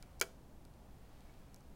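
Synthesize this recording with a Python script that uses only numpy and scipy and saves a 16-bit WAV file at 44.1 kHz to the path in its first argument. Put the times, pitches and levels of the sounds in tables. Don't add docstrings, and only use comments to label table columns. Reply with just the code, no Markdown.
import sys
import numpy as np
from scipy import signal
from scipy.fft import rfft, irfft
from scipy.io import wavfile
from scipy.ndimage import uniform_filter1d

SR = 44100
rng = np.random.default_rng(int(sys.argv[2]) if len(sys.argv) > 2 else 0)


def transcribe(u):
    v = np.clip(np.atleast_2d(u).T, -1, 1)
    q = np.round(v * 32767).astype(np.int16)
    wavfile.write(sys.argv[1], SR, q)


N = 77175
T = np.arange(N) / SR

# (time [s], ring level [dB], crack level [dB])
LANDINGS = [(0.2129, 0, -1), (0.2246, -23.5, -13), (0.2297, -32, -29), (0.2367, -28.5, -36)]
# (frequency [Hz], level [dB], t60 [s])
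STEEL_MODES = [(384.4, -38, .16), (461.4, -40, .08), (499, -47.5, 0.16), (662, -46.5, 0.18),
               (784, -52, 0.16), (1044, -49, 0.017), (1216, -48, 0.04), (1360, -35.5, 0.051),
               (1420, -32, 0.056), (1485, -30.5, 0.039), (1613, -38.5, 0.076), (1722, -57, 0.12),
               (1963, -42.5, 0.069), (2255, -29.5, 0.048), (2365, -31, 0.055), (2557, -39.5, 0.046),
               (3010, -37, 0.026), (3243, -35.5, 0.056), (4100, -47.5, 0.06), (4925, -42.5, 0.018),
               (5360, -44, 0.033), (6236, -37, 0.037), (6630, -40.5, .035), (7250, -38, 0.019)]
# (frequency [Hz], relative density [dB])
SHIMMER_SPECTRUM = [(300, -18.5), (600, -12), (1000, -7.5), (1500, -4.5), (2400, -2), (3600, -5.5),
                    (5000, -5), (7000, -6.5), (8000, -5), (10500, -11.5), (12000, -12.5), (15500, -7)]
# (frequency [Hz], level [dB], t60 [s])
CONTACT_MODES = [(437, -32.5, 0.027), (1490, -26, 0.0042), (4340, -24.5, 0.0042), (4970, -15, 0.0031),
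                 (6740, -18, 0.0037), (10030, -21.5, 0.0034), (13400, -22, 0.0035)]
# (time [s], level [dB], pitch [ratio], treble cutoff [Hz], level into pan [dB])
TOUCHES = [(0.0258, -41.5, 0.91, 8700, -32.5), (0.1968, -45, 1.1, 12000, -38),
           (0.2003, -36.5, 0.99, 14100, -43), (0.6516, -50.5, 0.84, 13000, -45.5),
           (0.7382, -59.5, 0.77, 9000, -54), (1.2067, -56.5, 0.72, 10900, -61),
           (1.3406, -62, 0.82, 9000, -52), (1.5443, -44.5, 1.01, 13900, -45.5),
           (1.5616, -49, 1.14, 8500, -44), (1.6075, -53.5, 1.06, 7000, -58)]
# (frequency [Hz], level [dB], t60 [s])
GLASS_MODES = [(4120, -9.5, 0.0042), (5580, -1.5, 0.0036), (7700, -7.5, 0.0044), (9930, -3.5, 0.0032),
               (12000, -7, 0.005), (14500, -3, .002)]
# (time [s], level [dB])
ROLL_LEVELS = [(0, -72), (.6, -91), (.85, -79.5), (1.12, -72.5), (1.3, -71.5), (1.5, -75), (1.62, -78),
               (1.75, -79)]
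# (frequency [Hz], relative density [dB])
GRIND_SPECTRUM = [(300, 0), (650, 5.5), (1400, -2), (2300, -1.5), (4500, -6.5), (7000, -12.5), (11000, -14),
                  (16000, -15)]
# (frequency [Hz], relative density [dB])
ROOM_SPECTRUM = [(150, 8.5), (400, 3), (1500, -3), (2400, -7.5), (3800, -2), (6000, -7.5), (8500, 3.5),
                 (16000, -8)]
# (frequency [Hz], relative density [dB])
WASH_SPECTRUM = [(400, -4), (1400, 0), (2500, -3), (4000, -0.5), (6000, 2), (8500, -5), (12000, -5),
                 (16000, -6)]
# (frequency [Hz], relative density [dB])
RUMBLE_SPECTRUM = [(10, 5.5), (30, 0.5), (45, -3), (65, -1), (95, -11), (130, -8), (190, -9.5), (280, -13),
                   (400, -18.5), (750, -19), (1200, -27.5), (2200, -35.5), (5000, -39.5), (15500, -43)]
# (frequency [Hz], rms level [dB])
HUM_TONES = [(59.5, -71.5), (120, -70.5)]


def bounces(pan):
    times, ring_db, crack_db = np.transpose(LANDINGS)
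    return drive(clicks(times, ring_db), pan) + drive(clicks(times, crack_db), ring(CONTACT_MODES))


def steel_pan():
    return ring(STEEL_MODES) + from_db(-29) * dying_noise(SHIMMER_SPECTRUM, t60=0.06, slope=0.44)


def ticks(pan):
    glass = sum(drive(clicks([at], [db]), soften(ring(GLASS_MODES, pitch), cutoff_hz))
                for at, db, pitch, cutoff_hz, _ in TOUCHES)
    times, _, _, _, pan_db = np.transpose(TOUCHES)
    return glass + drive(clicks(times, pan_db), pan)


def rolling(pan):
    rim_s, rim_width_s, note_hz = 1.297, 0.0052, 2235
    level = from_db(np.interp(T, *np.transpose(ROLL_LEVELS)))
    grain = from_db(rms_one(uniform_filter1d(rng.standard_normal(N), size=130)))
    grind = rms_one(noise(GRIND_SPECTRUM) * grain)
    singing = rms_one(drive(rng.standard_normal(N) * grain, pan))
    at_rim = np.exp(-.5 * ((T - rim_s) / rim_width_s) ** 2)
    rim_rub = from_db(-67) * soften(grind, cutoff_hz=2200)
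    rim_note = from_db(-66) * np.sin(2 * np.pi * note_hz * T)
    return level * (grind + from_db(-13) * singing) + at_rim * (rim_rub + rim_note)


def room(near):
    build_s = 0.0083
    onset = 1 - np.exp(-(T / build_s) ** 2)
    tail = dying_noise(ROOM_SPECTRUM, t60=0.31, slope=0.24) * onset
    return from_db(-23) * drive(near, tail / np.sqrt(np.sum(tail ** 2)))


def wash():
    times, _, crack_db = np.transpose(LANDINGS)
    tail = dying_noise(WASH_SPECTRUM, t60=0.47, slope=0.17)
    return from_db(-57.5) * drive(clicks(times, crack_db), tail)


def room_tone():
    hum = sum(from_db(db) * np.sqrt(2) * np.sin(2 * np.pi * (hz * T + rng.random()))
              for hz, db in HUM_TONES)
    return from_db(-56.5) * noise(RUMBLE_SPECTRUM) + hum


def ring(modes, pitch=1):
    return sum((-1) ** k * from_db(db) * np.sin(2 * np.pi * hz * pitch * T) * decay(t60)
               for k, (hz, db, t60) in enumerate(modes))


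def clicks(times, db):
    force = np.zeros(N)
    samples = np.round(np.asarray(times) * SR).astype(int)
    np.add.at(force, samples, from_db(db))
    return force


def drive(force, response):
    return signal.fftconvolve(force, response)[:N]


def soften(x, cutoff_hz):
    return signal.sosfilt(signal.butter(2, cutoff_hz, fs=SR, output="sos"), x + 1e-18)


def noise(colour):
    hz, db = np.transpose(colour)
    f = np.maximum(np.arange(N // 2 + 1) * SR / N, 1)
    gain = from_db(np.interp(np.log(f), np.log(hz), db)) * np.minimum(f / hz[0], 1) ** 2
    return rms_one(irfft(gain * np.exp(2j * np.pi * rng.random(len(f))), N))


def dying_noise(colour, t60, slope):
    spectrum, f = rfft(noise(colour)), np.arange(N // 2 + 1) * SR / N
    edges_hz = np.geomspace(125, 20000, 12)
    burst = np.zeros(N)
    for low, high in zip(edges_hz, edges_hz[1:]):
        band = irfft(spectrum * ((f >= low) & (f < high)), N)
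        burst += band * decay(t60 * (np.sqrt(low * high) / 2000) ** -slope)
    return burst


def decay(t60):
    return np.exp(-np.log(1000) * T / t60)


def from_db(db):
    return 10 ** (np.asarray(db) / 20)


def rms_one(x):
    return x / np.sqrt(np.mean(x ** 2) + 1e-20)


def scene():
    pan = steel_pan()
    near = bounces(pan) + ticks(pan) + rolling(pan)
    return (near + room(near) + room_tone() + wash())[None]


def record(dry):
    return signal.sosfilt(signal.ellip(10, .1, 80, 15900, fs=SR, output="sos"), dry)


dry = scene()
out = record(dry)
transcribe(out)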